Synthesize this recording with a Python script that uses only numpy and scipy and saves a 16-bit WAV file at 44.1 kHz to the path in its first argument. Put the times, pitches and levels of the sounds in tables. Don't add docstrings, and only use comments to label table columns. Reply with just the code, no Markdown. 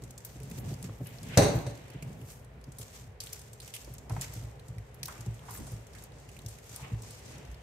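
import sys
import numpy as np
from scipy import signal
from scipy.fft import rfft, irfft, next_fast_len
from scipy.io import wavfile
from scipy.ndimage import uniform_filter1d

SR = 44100
rng = np.random.default_rng(int(sys.argv[2]) if len(sys.argv) > 2 else 0)


def output_pcm(signal):
    pcm = np.clip(np.atleast_2d(signal).T, -1, 1) * 32767
    wavfile.write(sys.argv[1], SR, np.round(pcm).astype(np.int16))


def level_to_linear(level):
    exponent = np.asarray(level, float) / 20
    return 10 ** exponent


N = 336042


def unit(x):
    return x / np.sqrt(np.mean(x ** 2))


def colour(x, points):
    hz, db = np.transpose(points)
    size = next_fast_len(x.shape[-1])
    f = np.fft.rfftfreq(size, 1 / SR) + 1
    gain = level_to_linear(np.interp(np.log(f), np.log(hz), db))
    return irfft(rfft(x, size) * gain, size)[..., :x.shape[-1]]


def band(x, lo_hz, hi_hz):
    sos = signal.butter(2, [lo_hz, min(hi_hz, .45 * SR)], "band", fs=SR, output="sos")
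    return signal.sosfilt(sos, x)


def walk(rate_hz):
    k = int(SR / rate_hz)
    held = np.repeat(rng.standard_normal(N // k + 1), k)
    return unit(uniform_filter1d(uniform_filter1d(held, k), k)[:N])


def pair(alike_hz):
    mid, side = rng.standard_normal((2, N))
    side = signal.sosfilt(signal.butter(1, alike_hz, "high", fs=SR, output="sos"), side)
    return np.array([mid + side, mid - side]) / np.sqrt(2)


def add(out, start_s, sound, peak_db, pan_db=0):
    i = int(start_s * SR)
    sound = sound[..., :N - i] * level_to_linear(peak_db) / np.abs(sound).max()
    out[:, i:i + sound.shape[-1]] += sound * level_to_linear([[pan_db / 2], [-pan_db / 2]])


def fade(t, t60_s, rise_s):
    return (1 - np.exp(-t / max(rise_s, 1e-5))) * np.exp(-np.log(1000) * t / max(t60_s, .004))


def strokes(rows, rest_db, bend=0.95):
    t = np.arange(0, N, SR // 2000) / SR
    power = 0
    for peak_s, swell_s, die_s, db in rows:
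        away = np.maximum((peak_s - t) / max(swell_s, .004), (t - peak_s) / max(die_s, .004))
        power = power + level_to_linear(2 * (db - 20 * away ** bend))
    return 10 * np.log10(np.interp(np.arange(N) / SR, t, power) + level_to_linear(2 * rest_db))


# [start_s, peak_db, board_pitch_hz]
BRACING_PAWS = [(0.022, -36.5, 124), (0.357, -39.5, 112), (0.407, -36.5, 125), (0.508, -35, 159),
                (0.58, -32.5, 124), (0.647, -44, 145), (0.713, -30.5, 124), (0.837, -35.5, 171.6),
                (0.887, -35, 107), (1.005, -28.5, 124.3), (1.543, -18.5, 120.7), (1.601, -34, 130),
                (1.66, -28.5, 116.3), (1.9, -44, 112), (1.947, -33, 131.5), (2.022, -35.5, 140),
                (2.1, -42, 130), (2.211, -38.5, 126), (2.565, -43.5, 125), (2.677, -38.5, 129.7),
                (2.795, -39.5, 115.3)]
# [start_s, peak_db, board_pitch_hz]
WRESTLING_PAWS = [(3.074, -41, 99), (3.902, -36, 123), (4.106, -24, 106.6), (4.167, -29, 128),
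                  (4.282, -37.5, 108), (4.362, -30, 109), (4.43, -29.5, 109.4), (4.69, -32.5, 117.4),
                  (4.765, -31, 106), (5.005, -37, 125), (5.191, -34.5, 114.4), (5.269, -24.5, 113.4),
                  (5.507, -41, 108), (5.589, -41, 73.5), (5.719, -30.5, 111.4), (6.447, -32.5, 106),
                  (6.815, -36.5, 126.5), (6.92, -23, 111), (7.099, -42.5, 126), (7.484, -37, 60)]


def paw_thumps():
    board_t60_s = 0.13
    bracing_knock_db, wrestling_knock_db = -14, -25.5
    out, t = np.zeros((2, N)), np.arange(SR // 5) / SR
    steps = [(*r, bracing_knock_db) for r in BRACING_PAWS]
    steps += [(*r, wrestling_knock_db) for r in WRESTLING_PAWS]
    for (s, db, hz, knock_db), noise in zip(steps, rng.standard_normal((len(steps), len(t)))):
        turn = 2 * np.pi * hz * (t + 0.0024 * (1 - np.exp(-t / 0.006)))
        low = np.sin(turn) + .3 * np.sin(1.352 * turn) + 0.37 * np.sin(0.551 * turn)
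        add(out, s - .003, low * fade(t, board_t60_s, 0.02), db)
        add(out, s, band(noise * fade(t, 0.089, 0.0012), 180, 408), db + knock_db + 7)
    return out


# [start_s, peak_db, centre_hz, ring_t60_s]
CLAW_TICKS = [(0.4005, -45.5, 2520, 0.03), (0.512, -39.5, 2260, .037), (1.1845, -41, 4840, .019),
              (1.2675, -57.5, 2050, 0.016), (1.6655, -44, 4420, 0.02), (1.9015, -42, 2490, 0.021),
              (2.0242, -37, 2560, 0.057), (2.214, -47, 3060, .026), (3.27, -36, 3650, 0.028),
              (3.2924, -41, 4470, .02), (3.704, -39, 2100, .02), (7.544, -47, 4500, .03),
              (4.0959, -36, 2210, 0.046), (4.2187, -28.5, 2300, .02), (4.7827, -45, 2180, .02),
              (5.0306, -33.5, 2300, 0.03), (5.1791, -41.5, 2510, .017), (5.3925, -46, 3440, 0.021),
              (5.9498, -43, 2180, 0.07), (6.2895, -45, 2650, 0.054), (6.3656, -43, 2580, 0.037),
              (6.3894, -43, 3650, .022), (6.5856, -43.5, 2400, .022)]
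# [start_s, peak_db, centre_hz,
# ring_t60_s]
FOIL_SNAPS = [(0.037, -40, 7240, 0.049), (0.1072, -36.5, 7100, 0.026), (0.178, -34.5, 7100, 0.049),
              (0.2486, -30.5, 12100, 0.075), (0.4996, -42, 11900, .016), (0.827, -33.5, 8200, 0.012),
              (1.0698, -35.5, 10700, 0.025), (1.2312, -36, 7560, 0.0096), (1.3739, -10, 6500, 0.03),
              (2.7196, -42, 7440, 0.048), (2.7848, -33.5, 9100, 0.2), (3.2375, -33, 9100, 0.025),
              (3.3305, -27.5, 6200, 0.02), (3.33, -30, 12000, 0.02), (3.393, -41.5, 7700, 0.043),
              (3.5317, -37, 7400, 0.052), (3.982, -37.5, 6600, 0.045), (4.2116, -25, 7300, 0.044),
              (4.2405, -36, 6500, 0.018), (5.0559, -31, 11900, 0.03), (5.0558, -32, 5300, 0.03),
              (5.0806, -32, 9100, 0.02), (5.207, -37.5, 6800, 0.046), (5.5077, -34.5, 10600, 0.049),
              (5.5728, -35, 8500, 0.057), (5.583, -37.5, 8000, .03), (6.4615, -35, 6100, 0.031),
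              (6.4843, -38, 8060, 0.15), (6.761, -29, 8760, 0.024), (7.0204, -39.5, 7400, 0.03),
              (3.2032, -29.5, 5200, 0.062), (3.6012, -35.5, 4230, 0.046), (3.677, -36.5, 3150, 0.04),
              (3.7386, -29.5, 3260, 0.15), (3.7495, -34, 9000, .04), (3.7635, -32, 3000, 0.033),
              (5.0308, -24.5, 5230, 0.032), (3.6175, -43, 4500, .02)]
# [start_s, peak_db, centre_hz]
FAINT_SNAPS = [(0.0209, -46, 6700), (0.204, -47, 2220), (0.4317, -41, 8400), (0.7387, -41.5, 5660),
               (1.588, -38.5, 4180), (1.774, -44.5, 2087), (2.1291, -47, 7030), (2.4453, -49, 8340),
               (2.6125, -52, 2055), (2.64, -44, 5300), (2.829, -38, 7600), (3.6465, -43, 6370),
               (3.846, -41, 5600), (4.122, -40, 8060), (4.2183, -35, 5000), (4.595, -47, 3960),
               (4.668, -62.5, 8900), (4.683, -44.5, 7400), (4.944, -43.5, 11000), (5.047, -44, 5500),
               (5.2619, -41.5, 6800), (5.3433, -43, 7600), (6.0225, -42.5, 7300), (6.417, -47, 6550),
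               (7.1075, -39, 8250), (7.45, -49, 6000), (1.8809, -47.5, 2400), (1.934, -48.5, 2490),
               (2.318, -44, 9140), (3.219, -39, 4600), (3.2615, -38, 10500), (3.264, -41, 2100),
               (3.3455, -45, 5000), (3.415, -42, 8000), (5.0725, -43, 5500), (5.113, -48, 8200),
               (5.6682, -42, 8460), (5.8677, -47, 6700), (5.9336, -48, 5320), (5.985, -47, 4200),
               (6.1196, -47, 3980), (6.1985, -46.5, 7480), (6.3157, -48, 6800), (6.641, -50, 5090),
               (6.6928, -42, 6600), (7.19, -47, 8500), (7.256, -47, 6500), (7.3813, -46, 6550),
               (7.514, -48.5, 6530)]


def claws_and_foil():
    claw_wide, foil_wide, faint_wide = 0.41, 0.74, .7
    faint_ring_s = 0.033
    bounce_s, bounce_db = .0033, -8
    pan_db_per_octave, centred_hz = 2.5, 5000
    out, t = np.zeros((2, N)), np.arange(SR // 16) / SR
    rows = [(*r, claw_wide) for r in CLAW_TICKS]
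    rows += [(*r, foil_wide) for r in FOIL_SNAPS]
    rows += [(*r, faint_ring_s, faint_wide) for r in FAINT_SNAPS]
    bounce = level_to_linear(bounce_db) * fade(np.maximum(t - bounce_s, 0), 0.013, .0004)
    tick = fade(t, 0.0069, 0.00032) + bounce
    for (s, db, hz, t60_s, wide), noise in zip(rows, rng.standard_normal((len(rows), 4, len(t)))):
        grit = (0.32 * noise[0] + noise[1:3]) * level_to_linear(3.06 * noise[3])
        spray = grit * (tick + 0.42 * fade(t, t60_s, 0.0004))
        low_hz = 1200 + 0.25 * hz
        centre = band(spray, 0.86 * hz, 1.23 * hz)
        crackle = band(band(spray, low_hz, 16000), low_hz, 11000 + 0.33 * hz)
        pan_db = pan_db_per_octave * np.log2(hz / centred_hz)
        add(out, s, centre + wide * crackle, db + 2.5, pan_db)
    return out


# [start_s, level_db re the main blow]
CHAIR_BLOWS = [(1.3695, -22), (1.373, 1.5), (1.384, -8.5), (1.397, -23), (1.419, -9.5), (1.43, -9.5),
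               (1.46, -14), (1.481, -18), (1.664, -21), (1.402, -14.5), (1.443, -14)]
# [pitch_hz, level_db, t60_s]
CHAIR_MODES = [(61.4, -10, 0.28), (108, -3.5, 0.18), (124, 3, 0.23), (159, -2.5, 0.19), (234, -7, 0.21),
               (276.2, -5, 0.23), (356, -14, 0.25), (416.8, -6, 0.29), (438.3, -8, 0.27), (505, 1, 0.15),
               (572.3, -1, 0.22), (654.4, -5.5, 0.23), (785, -20.5, 0.6)]
# [frequency_hz, level_db per Hz]
CRACK_COLOUR = [(35, -48.5), (113, -8), (198, -9), (566, -15), (1380, -16), (2900, -24), (6140, -20),
                (13600, -54.5)]
# [centre_hz, width_hz, level_db, t60_s]
LOOSE_JOINTS = [(2180, 1900, -14.5, 0.33), (4050, 900, -13.5, 0.32), (6200, 1100, -15.5, 0.18),
                (8200, 1600, -15, 0.15), (6500, 8400, -12.5, 0.18)]


def chair_knock():
    knock_db = -11
    out, t = np.zeros((2, N)), np.arange(SR // 2) / SR
    for (s, db), noise in zip(CHAIR_BLOWS, rng.standard_normal((len(CHAIR_BLOWS), 3, len(t)))):
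        grit = noise[0] + 1.28 * noise[1:]
        crack = unit(colour(grit, CRACK_COLOUR)) * fade(t, 0.065, 0.0023)
        for hz, width_hz, joint_db, t60_s in LOOSE_JOINTS:
            joint = unit(band(grit, hz - width_hz / 2, hz + width_hz / 2))
            crack = crack + level_to_linear(joint_db) * joint * fade(t, t60_s, 0.0014)
        ring = 0
        for (hz, mode_db, t60_s), vary in zip(CHAIR_MODES, noise[0]):
            tone = np.sin(2 * np.pi * hz * (1 + 0.0085 * vary) * t)
            ring = ring + level_to_linear(mode_db + 1.5 * vary) * tone * fade(t, t60_s, 0.00076)
        add(out, s, crack, knock_db + db - 1.5)
        add(out, s, ring, knock_db + db + 3.5)
    return out


# [start_s, peak_db, pitch_hz, ring_t60_s]
WOOD_TAPS = [(.895, -39, 575, 0.014), (3.876, -42, 448, 0.031), (4.097, -44, 990, 0.092),
             (4.107, -35.5, 830, 0.034), (4.165, -33, 850, 0.044), (4.2415, -43, 1900, 0.015),
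             (5.083, -35.5, 1240, 0.08), (5.263, -40.5, 377, 0.036), (5.484, -38.5, 970, 0.14),
             (5.551, -44, 1840, 0.017), (5.591, -38.5, 202, 0.19), (5.673, -44, 624, 0.033),
             (5.948, -49.5, 1560, 0.13), (6.796, -47.5, 900, 0.17), (6.835, -49, 1170, 0.18)]


def wood_taps():
    out, t = np.zeros((2, N)), np.arange(SR // 4) / SR
    for (s, db, hz, t60_s), noise in zip(WOOD_TAPS, rng.standard_normal((len(WOOD_TAPS), 3, len(t)))):
        scuff = (noise[0] + 1.1 * noise[1:]) * fade(t, t60_s, 0.0011)
        push = scuff + 7.0 * (t == 0)
        late_push = push * np.exp(4.0 * t / t60_s).clip(0, 8)
        sag = 1.4 * band(late_push, 0.77 * hz, .88 * hz) * fade(t, 3, 0.022)
        ring = band(push, 0.85 * hz, 1.22 * hz)
        body = band(push, 0.64 * hz, min(1.88 * hz, 2700))
        add(out, s, ring + 0.3 * body + 0.34 * sag, db + 2.0, -1.5)
    return out


# [peak_s, swell_s per 20 dB, die_s per 20 dB,
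# peak_db]
FUR_STROKES = [(0.0, .01, .5, -65), (.25, 0.06, 0.2, -56.5), (.4, 0.5, 0.5, -63), (.59, 0.15, 0, -48),
               (.63, -0.1, 0.7, -59), (.83, 0, 0.04, -41.5), (1.33, 0.6, 0.7, -56),
               (1.38, -0.0057, 0.0151, -23), (1.68, -0.2, 0.45, -61), (2.06, 0, 0.33, -64.5),
               (2.29, 0.07, 0.15, -54), (2.8, -0.0152, 0.0561, -44), (2.97, 0.29, 0.14, -53.5),
               (3.2, -0.11, 0.36, -51), (3.33, -0.09, 0.28, -56), (3.61, -0.426, 0.42, -53.5),
               (3.76, 0.05, 0.28, -54), (3.95, 0.02, -0.15, -46), (4.1, -0.05, 0.17, -53),
               (4.22, 0.05, 0.0736, -43.5), (4.36, 0.23, 0.18, -52.5), (4.72, 1, 1.5, -68.5),
               (5.03, 0, 0.57, -56), (5.53, 0.2, .2, -57), (5.72, 0.36, 0.15, -56.5),
               (6.05, 0.4, 0.05, -60.5), (6.49, .1, 0.24, -58.5), (6.33, .3, 0.3, -64),
               (6.72, 0.16, 0.35, -53.5), (7.02, .01, 0.74, -56.5)]
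# [peak_s, swell_and_die_s per 20 dB, peak_db]
FOIL_FLEXES = [(.04, 0, -60), (.59, 0.03, -49), (1.07, 0.15, -59), (1.57, 0.08, -54.5), (2.31, 0.15, -59),
               (2.81, -0.02, -49.5), (3.25, -0.1, -57), (3.94, -0.06, -45), (4.339, 0, -43),
               (5.55, 0.06, -50), (5.72, 0, -49), (6.04, -0.33, -49), (6.76, -0.47, -50)]
# [frequency_hz, level_db per Hz]
FUR_COLOUR = [(1470, -2), (2500, -0.5), (4200, -1.5), (6400, 2.5), (8500, 1), (10000, -8), (13000, -2.5),
              (16000, -19)]


def fur_and_foil_hiss():
    resting_fur_db, resting_foil_db = -85.5, -88
    fur_db = strokes(FUR_STROKES, resting_fur_db, bend=1.12)
    fur_db = np.minimum(fur_db, np.roll(fur_db, SR // 70))
    flexes = [(s, swell_s, swell_s, db) for s, swell_s, db in FOIL_FLEXES]
    foil_db = strokes(flexes, resting_foil_db, bend=1.5)
    grain = level_to_linear(1.3 * walk(35) + 1.97 * walk(300))
    fur = unit(colour(pair(300) * grain, FUR_COLOUR))
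    foil = unit(band(pair(300) * grain, 11000, 14500) + .5 * band(pair(300) * grain, 6500, 9000))
    return level_to_linear(fur_db + 2.5) * fur + level_to_linear(foil_db) * foil


# [peak_s, swell_s per 20 dB, die_s per 20 dB, peak_db, centre_hz]
PITCHED_SLIDES = [(1.9, -0.1, .15, -61, 2400), (2.3, .1, 0.14, -59, 7500), (4.25, 0.13, 0.16, -56, 2000),
                  (4.34, 0.03, 0.05, -53.5, 6500), (5.53, 0.1, 0.09, -50.5, 7800),
                  (5.7, 0.13, 0.09, -53, 7500), (5.96, -0.14, 0.14, -60, 1700),
                  (6.05, 0.16, 0, -59.5, 7000), (6.22, 0.3, 0.3, -64.5, 6000),
                  (6.835, 0.04, 0.24, -51.5, 2000), (6.84, 0.14, 0.35, -54, 950),
                  (5.09, .01, 0.19, -52, 1300), (5.49, 0.12, 0.26, -54, 1050), (7.3, 0.1, 0.1, -59, 7000),
                  (7.03, 0.15, 0.1, -58.5, 6000), (7.12, 0.1, 0.18, -57, 5800),
                  (7.27, 0.1, 0.34, -59, 5500)]


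def pitched_slides():
    noise = pair(300) * level_to_linear(1.6 * walk(60) + 1.9 * walk(320))
    out = np.zeros((2, N))
    for *stroke, hz in PITCHED_SLIDES:
        out += level_to_linear(strokes([stroke], -120, bend=1.2)) * unit(band(noise, .7 * hz, 1.38 * hz))
    return out


# [time_s, level_db]
WEIGHT_SHIFTS = [(0.0, -49), (0.38, -49), (0.66, -33.5), (1.04, -46.5), (1.29, -37.5), (1.57, -49),
                 (1.74, -60), (2.05, -38.5), (2.42, -51), (3.73, -57.5), (4.08, -46.5), (4.29, -59),
                 (5.05, -57.5), (5.18, -69), (5.64, -40), (6.05, -53), (7.34, -51.5), (7.58, -50.5)]
# [peak_s, swell_s per 20 dB, die_s per 20 dB, upper_boards_db, swish_db]
HARD_SHOVES = [(.85, 0, 0.1, -59, -47.5), (1.06, 0, .2, -62, -43), (1.347, 0.11, 0.06, -41.5, -33),
               (1.379, 0.0072, 0.22, -11, -31), (1.95, 1.2, 0.34, -50, -49.5),
               (4.11, 0.08, 0.4, -39.5, -68), (4.48, 1, 0.7, -47.5, -62), (5.09, 0.33, 1.2, -46.5, -51.5),
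               (6.1, 1, 2, -52, -59), (6.85, 0.04, 0.5, -44, -58), (7.34, 0.53, 0.8, -45.5, -47.5)]
# [frequency_hz, level_db per Hz]
BOARD_COLOUR = [(30, -29), (48, -16.5), (75, -17.5), (113, -6.5), (133, -4.5), (163, -13), (260, -19),
                (400, -57)]


def floor_shuffle():
    times_s, levels_db = np.transpose(WEIGHT_SHIFTS)
    rumble_db = np.interp(np.arange(N) / SR, times_s, levels_db)
    upper_rows = [(s, swell_s, die_s, db) for s, swell_s, die_s, db, _ in HARD_SHOVES]
    swish_rows = [(s, swell_s, die_s, db) for s, swell_s, die_s, _, db in HARD_SHOVES]
    upper_db = strokes(upper_rows, rumble_db - 7.5)
    swish_db = strokes(swish_rows, rumble_db - 18)
    lumps = level_to_linear(2.4 * walk(16))
    low = unit(colour(pair(1500) * lumps, BOARD_COLOUR))
    upper = unit(band(pair(460) * lumps, 170, 420) + 0.71 * band(pair(370), 350, 860))
    swish = unit(band(pair(300) * level_to_linear(0.5 * walk(25)), 1440, 3150))
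    return level_to_linear(-4.5) * (level_to_linear(rumble_db) * low + level_to_linear(upper_db - 4.5) * upper + level_to_linear(swish_db - 5.0) * swish)


# [centre_hz, t60_s]
ROOM_DECAY = [(80, 0.55), (250, 0.68), (700, 0.6), (2000, 0.69), (5000, 0.53), (12000, 0.37)]


def room(x):
    t = np.arange(SR) / SR
    noise = pair(660)[:, :SR]
    tail = sum(band(noise, hz / 2.26, hz * 1.7) * fade(t, t60_s, 0.0016) for hz, t60_s in ROOM_DECAY)
    tail = tail / np.sqrt(np.sum(tail ** 2) / 2)
    return signal.fftconvolve(x.mean(axis=0)[None], tail, axes=1)[:, :N]


# [frequency_hz, level_db per Hz]
AIR_COLOUR = [(35, -18.5), (58, 3), (78, -5.5), (120, -1), (200, -18.5), (320, -23.5), (420, -13.5),
              (1250, -29), (2000, -29), (3300, -38.5), (16500, -68.5)]


def house_air():
    return unit(colour(pair(740), AIR_COLOUR)) * level_to_linear(-51.5 + 0.12 * walk(2.6))


def scene():
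    paws, ticks, knock, wood = paw_thumps(), claws_and_foil(), chair_knock(), wood_taps()
    echoes = room(level_to_linear(-5.0) * paws + level_to_linear(-9.0) * ticks + level_to_linear(-5.0) * knock + level_to_linear(-3.5) * wood)
    hits = paws + ticks + knock + wood
    return hits + echoes + fur_and_foil_hiss() + pitched_slides() + floor_shuffle() + house_air()


def roll_off(x):
    return signal.sosfilt(signal.butter(12, 16830, fs=SR, output="sos"), x)


def record(dry):
    mix = signal.sosfilt(signal.butter(5, 44, "high", fs=SR, output="sos"), dry)
    mix = signal.sosfilt(signal.ellip(8, .3, 40, 15650, fs=SR, output="sos"), mix)
    return roll_off(mix)


dry = scene()
out = record(dry)
output_pcm(out)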